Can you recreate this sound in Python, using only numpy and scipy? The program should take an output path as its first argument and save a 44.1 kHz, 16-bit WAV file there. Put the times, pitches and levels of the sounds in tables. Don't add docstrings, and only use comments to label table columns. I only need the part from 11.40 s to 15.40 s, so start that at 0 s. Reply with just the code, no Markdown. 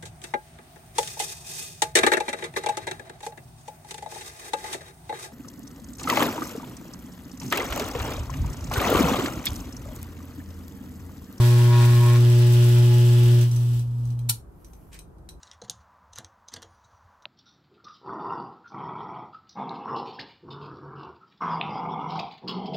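import sys
import numpy as np
from scipy import signal
from scipy.fft import rfft, irfft
from scipy.io import wavfile

SR = 44100
rng = np.random.default_rng(int(sys.argv[2]) if len(sys.argv) > 2 else 0)


def dump_mix(stems):
    frames = np.atleast_2d(stems).T
    limited = np.clip(frames, -1, 1)
    pcm = np.round(limited * 32767).astype(np.int16)
    wavfile.write(sys.argv[1], SR, pcm)


N = 176400
TIME = np.arange(N) / SR
BEAT_HZ = 120.08


def undb(db):
    return 10 ** (np.asarray(db) / 20)

def unit(x):
    return x / np.sqrt(np.mean(x ** 2) + 1e-20)

def curve(rows):
    return np.interp(TIME, *np.array(rows).T)

def pan(db):
    return undb(np.array([[db], [-db]]) / 2)

def fade(t, t60):
    return np.exp(-np.log(1000) * np.maximum(t, 0) / t60)

def walk(rate):
    steps = rng.standard_normal(4096)
    return unit(np.interp(TIME * rate, np.arange(len(steps)), steps))

def add(out, x, start):
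    i = int(start * SR)
    out[:, i:i + x.shape[-1]] += x[:, :N - i]

def colour(x, points):
    hz, db = np.array(points).T
    size = 2048
    shape = np.interp(np.log(np.arange(size // 2 + 1) * SR / size + 1), np.log(hz), db)
    cepstrum = irfft(np.log(undb(shape)))
    cepstrum[1:size // 2] *= 2
    cepstrum[size // 2 + 1:] = 0
    ir = irfft(np.exp(rfft(cepstrum)))
    return signal.oaconvolve(np.atleast_2d(x), ir[None] / np.linalg.norm(ir), axes=1)[:, :x.shape[-1]]

def room(x, wet_db, t60=0.18, gap_s=0.00214):
    t = np.arange(SR // 4) / SR
    ir = rng.standard_normal((2, len(t))) * fade(t, t60) * (t > gap_s)
    ir *= undb(wet_db) / np.linalg.norm(ir, axis=1, keepdims=True)
    ir[:, 0] += 1
    return signal.fftconvolve(x, ir / np.hypot(1, undb(wet_db)), axes=1)[:, :N]


# f/Hz, level/dB
ROOM_TONE = [(20, -21), (35, -10), (50, 4), (70, -3), (110, -10.5), (170, -10.5), (240, -19.5), (330, -16),
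             (450, -22.5), (600, -26), (950, -28), (1400, -35), (2200, -50.5), (4000, -56.5), (9000, -55),
             (12700, -52.5), (15800, -63)]
def room_tone(wide_above_hz=356):
    hz = np.maximum(np.arange(N // 2 + 1) * SR / N, 1)
    points_hz, db = np.array(ROOM_TONE).T
    shape = undb(np.interp(np.log(hz), np.log(points_hz), db))
    mid, side = rfft(rng.standard_normal((2, N))) * shape
    side *= hz / np.hypot(hz, wide_above_hz)
    return undb(-47) * unit(irfft(np.array([mid + side, mid - side]), N))

def rub(shape, start_s, end_s, grain_db):
    swell = np.sin(np.pi * np.clip((TIME - start_s) / (end_s - start_s), 0, 1))
    grains = unit(rng.standard_normal(N) * undb(grain_db * walk(300)))
    return room(colour(grains * swell, shape), wet_db=1.5)

# f/Hz, level/dB
TRAY_SCRAPE = [(700, -13), (2200, 6), (4000, -5), (6500, -4), (8600, -2), (11000, -20), (15500, -20)]
GLOVE_RUSTLE = [(1000, 1), (2300, 0.5), (4000, -7), (7000, -4), (10000, -2), (12400, 7), (14000, -7),
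                (16000, -3)]
def handling():
    scrape = undb(-49.5) * rub(TRAY_SCRAPE, 3.512, 3.572, grain_db=-0.5)
    rustle = undb(-66.5) * rub(GLOVE_RUSTLE, 3.04, 3.68, grain_db=-2)
    return scrape + rustle

def knock(modes, crack, crack_t60, ring_db):
    t = np.arange(SR // 6) / SR
    burst = colour(rng.standard_normal((2, len(t))) * fade(t, crack_t60), crack)
    ring = sum(undb(db) * np.sin(2 * np.pi * (hz * t + rng.random((2, 1)))) * fade(t, t60)
               for hz, db, t60 in modes)
    return np.sqrt(2) * (burst / np.linalg.norm(burst) + undb(ring_db) * ring / np.linalg.norm(ring))

# t/s, level/dB, left over right/dB, favoured f/Hz
TICKS = [(2.012, -13, -2, 6000), (2.114, -17, -1, 6000), (2.1622, -15.5, -1, 6000), (2.2326, -27, -1, 8500),
         (2.394, -22.5, -2, 5300), (2.653, -30, 5, 6400), (2.7037, -28.5, 1, 4470),
         (2.791, -27.5, 2.5, 3020), (3.246, -27.5, -2, 6000), (3.3333, -31, 1, 6300), (3.53, -27, 5, 8500),
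         (3.543, -26, -2, 2600), (3.5899, -20.5, 2, 9150), (3.783, -44, 0, 12600), (3.8897, -18.5, 0, 3950)]
# f/Hz, level/dB, t60/s
TICK_MODES = [(2440, -6, .04), (3250, -10, .03), (3934, -3.5, 0.0393), (4040, -7, .03), (4850, -8.5, 0.037),
              (5860, -6.5, 0.044), (6130, -5.5, 0.046), (6410, -6, 0.035), (8400, -9, .04), (8870, -8, .04),
              (10920, -6, .04), (12080, -7, 0.048)]
# f/Hz, level/dB
TICK_CRACK = [(800, -11.5), (2400, -5.5), (4000, -3.5), (5000, -2.5), (6000, 2), (7200, -6.5), (8500, 4.5),
              (10000, -2.5), (12000, -2.5), (14500, -7.5), (16000, -22.5)]
def ticks(favour_db=11.5, favour_octaves=0.15):
    out = np.zeros((2, N))
    for start, db, pan_db, favoured_hz in TICKS:
        modes = []
        for hz, level, t60 in TICK_MODES:
            nearness = np.exp(-(np.log2(hz / favoured_hz) / favour_octaves) ** 2)
            modes.append((hz, level + favour_db * nearness, t60))
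        add(out, undb(db) * pan(pan_db) * knock(modes, TICK_CRACK, crack_t60=0.039, ring_db=-1), start)
    return room(out, wet_db=-4)

# t/s, level/dB
SWITCH_CONTACTS = [(2.8901, -7), (2.893, -1.5), (2.8945, 2), (2.8966, 2), (2.9034, -6.5)]
# f/Hz, level/dB, t60/s
SWITCH_MODES = [(892, -3.5, .06), (1386, -12.5, 0.11), (2790, -11, .04), (3670, -9.5, .04),
                (4200, -3, .045), (4400, -8, .04), (5565, 0, 0.074), (6530, -10, 0.056), (7100, -10, .06),
                (8540, 3.5, 0.047), (10100, 0, 0.054), (11200, -6.5, .05), (12320, 4.5, 0.045)]
# f/Hz, level/dB
SWITCH_CRACK = [(300, -24.5), (680, -18.5), (910, -1.5), (1120, -14.5), (1450, -13.5), (2000, -9.5),
                (3000, -1), (3650, 1), (4250, 7), (4900, -3.5), (6800, 1.5), (8500, 5), (11000, 2.5),
                (12400, 1.5), (13800, -5.5), (15800, -5.5)]
def switch():
    out = np.zeros((2, N))
    for start, db in SWITCH_CONTACTS:
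        add(out, undb(db + 2.5) * knock(SWITCH_MODES, SWITCH_CRACK, crack_t60=0.05, ring_db=-7), start)
    return room(out, wet_db=-8.5) * pan(-0.5)

# f/Hz, level/dB
SHUDDER = [(40, -13), (90, 9), (180, 5), (250, -2), (320, 1.5), (450, -7), (600, -11.5), (750, -9),
           (1100, -8.5), (2000, -26.5), (16000, -60.5)]
def shudder(drive):
    return undb(-42) * colour(rng.standard_normal(N) * undb(1.3 * walk(5.97)) * drive, SHUDDER)

# f/Hz, level/dB
FOIL_COLOUR = [(1500, -22), (3200, 1.5), (4400, -1), (6000, 0.5), (7100, -2.5), (7850, 3.5), (8800, -3),
               (9650, 0), (11200, -3), (12350, 1.5), (13300, -4), (15800, -3)]
# t/s, level/dB
FOIL_SWELL = [(0, 6), (.17, 3.5), (.35, 1.5), (.7, 2.5), (.82, -2), (.95, 1.5), (1.3, 2.5), (1.9, -0.5),
              (2.1, 0.5)]
def foil_crinkle(shake):
    grains = unit(rng.standard_normal((2, N)) * undb(3.5 * np.minimum(rng.exponential(size=N), 4)))
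    pulse = unit(1 + 0.21 * np.sin(beat_phase()))
    swell = undb(2.24 * walk(170) + 0.63 * walk(9.23) + curve(FOIL_SWELL))
    crinkle = colour(grains * pulse * swell * shake ** 1.03, FOIL_COLOUR)
    return undb(-41) * room(crinkle, wet_db=-2.5)

def chatter(rough, jitter_s, rebound, rebound_beats=0.42):
    k = np.arange(1000)
    is_rebound = k % 2
    timing, strength = rng.standard_normal((len(k), 2)).T
    due_s = (k // 2 + 1 / 4 + is_rebound * rebound_beats) / BEAT_HZ
    drift_s = 7e-5 * walk(11)[np.minimum(due_s * SR, N - 1).astype(int)]
    at = (due_s + drift_s + jitter_s * timing) * SR
    size = np.exp(rough * np.clip(strength, -2, 2)) * np.where(is_rebound, rebound, 1) * (at < N - 10)
    taps = at.astype(int)[:, None] + np.arange(-6, 7)
    pulses = size[:, None] * np.sinc(taps - at[:, None])
    return unit(np.bincount(np.clip(taps, 0, N - 1).ravel(), pulses.ravel(), N))

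def rattle(force, shape, rough, jitter_s, rebound, wet_db, count=4):
    spots = [room(chatter(rough, jitter_s, rebound)[None] * force, wet_db) for _ in range(count)]
    return colour(sum(spots), shape) / np.sqrt(count)

def harmonic(phase, k, waver_db):
    level = np.sqrt(2) * undb(waver_db * walk(15))
    return level * np.sin(k * phase + np.log(undb(waver_db)) * walk(22))

# f/Hz, level/dB
RIM_COLOUR = [(1500, -33.5), (2300, -13.5), (2550, 0), (2750, -1.5), (2950, 4), (3250, -2.5), (3520, 1),
              (3800, -18), (5200, -13.5), (7000, -27), (15000, -39)]
# t/s, level/dB
RIM_SWELL = [(0, -11), (.8, -3.5), (1.05, -4), (1.2, 3), (1.4, -2), (1.65, 0), (1.8, 1.5), (1.95, -2),
             (2.1, -4.5), (2.5, -4)]
def rim_rasp(shake):
    force = shake ** 1.22 * undb(curve(RIM_SWELL))
    return undb(-43) * rattle(force, RIM_COLOUR, rough=0.45, jitter_s=5e-5, rebound=0.39, wet_db=6.5)

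# f/Hz, level/dB
PLATE_COLOUR = [(100, -23), (450, -17), (600, 3), (720, -2), (950, 2.5), (1200, -3.5), (1450, 1.5),
                (1750, -2), (2050, -0.5), (2350, -2.5), (2950, -0.5), (3450, -2.5), (4000, -3), (5100, -3),
                (6500, -10.5), (15000, -27.5)]
# t/s, level/dB
PLATE_SWELL = [(0, 4.5), (.72, 0), (.84, 0.5), (1.0, 3), (1.2, 2), (1.45, 2), (1.7, 0), (1.92, 2),
               (2.1, -3)]
def plate_buzz(shake):
    force = shake ** 1.32 * undb(curve(PLATE_SWELL))
    return undb(-40.5) * rattle(force, PLATE_COLOUR, rough=0.44, jitter_s=7e-5, rebound=0.5, wet_db=10)

# t/s, contact/0-1, f/Hz
TRAY_SEAT = [(0, 0.9, 1020), (.04, 0.4, 980), (.16, 0.28, 1050), (.21, 0.46, 940), (.25, 0.3, 1090),
             (.285, 0.5, 970), (.345, 0.86, 970), (.4, 0.94, 970), (.46, 0.86, 990), (.56, 0.58, 1030),
             (.64, 0.77, 975), (.69, 0.62, 1080), (.736, 0.83, 990), (.77, 0.53, 1070)]
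# f/Hz, level/dB
TRAY_COLOUR = [(300, -17.5), (600, -8.5), (820, -14), (985, -3.5), (1080, -6.5), (1220, -11.5), (1400, -12),
               (1850, -8.5), (2150, -15.5), (2420, -7.5), (2900, -18.5), (3600, -13), (5000, -23.5),
               (8000, -24.5), (15000, -42)]
def tray_rattle(resting, width_hz=62):
    seat = np.array(TRAY_SEAT)
    contact = curve(seat[:, [0, 1]]) * resting
    ring_hz = curve(seat[:, [0, 2]])
    ring = 0
    for k in (8, 9):
        resonance = 1 / np.hypot(1, 2 * (k * BEAT_HZ - ring_hz) / width_hz)
        ring += resonance * contact * harmonic(beat_phase() + 0.045 * walk(25.5), k, waver_db=2)
    knocks = rattle(contact, TRAY_COLOUR, rough=0.72, jitter_s=6e-5, rebound=0.41, wet_db=7.5)
    return undb(-33) * ring + undb(-33.5) * knocks

# multiple of the beat, left level/dB, right level/dB, waver/dB
HUM_HARMONICS = [(1, -14, -14, .2), (2, -40.5, -39, 1), (3, -28, -33, .45), (4, -47, -50.5, 2),
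                 (5, -46.5, -48, 2)]
def hum(drive, bare, left_lag_s=0.00018):
    phase = beat_phase() - 2 * np.pi * BEAT_HZ * np.array([[left_lag_s], [0]])
    upper_drive = drive ** 3.1
    out = undb(-49.5) * pan(8.5) * bare * upper_drive * harmonic(phase, 7, waver_db=2.5)
    for k, left_db, right_db, waver_db in HUM_HARMONICS:
        strength = drive if k <= 2 else upper_drive
        out += undb([[left_db], [right_db]]) * strength * harmonic(phase, k, waver_db)
    return out

OFF_S, COAST_HZ, COAST_T60_S = 2.908, 115, 0.25
def beat_phase():
    return 2 * np.pi * np.cumsum(np.where(TIME < OFF_S, BEAT_HZ, COAST_HZ)) / SR

# t/s, level/dB
KNOB_DRIVE = [(0, 0), (1.95, -0.27), (2.03, -1.5), (2.07, -4.5), (2.098, -7.5), (2.13, -5.5), (2.34, -6),
              (2.39, -7.5), (2.45, -12), (2.72, -11), (2.76, -13), (2.89, -13)]
def vibrator(tray_gone_s=0.79, lift_takes_s=0.027):
    drive = undb(curve(KNOB_DRIVE)) * fade(TIME - OFF_S, COAST_T60_S)
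    resting = np.clip((tray_gone_s - TIME) / lift_takes_s, 0, 1)
    threshold = undb(-14.5)
    shake = np.maximum((drive - threshold) / (1 - threshold), 0)
    return (hum(drive, bare=1 - resting) + tray_rattle(resting) + plate_buzz(shake)
            + rim_rasp(shake) + foil_crinkle(shake) + shudder(drive))

def scene():
    return vibrator() + switch() + ticks() + handling() + room_tone()

def record(dry, top_hz=15720):
    return signal.sosfilt(signal.ellip(12, .1, 90, top_hz, fs=SR, output="sos"), dry)


dry = scene()
out = record(dry)
dump_mix(out)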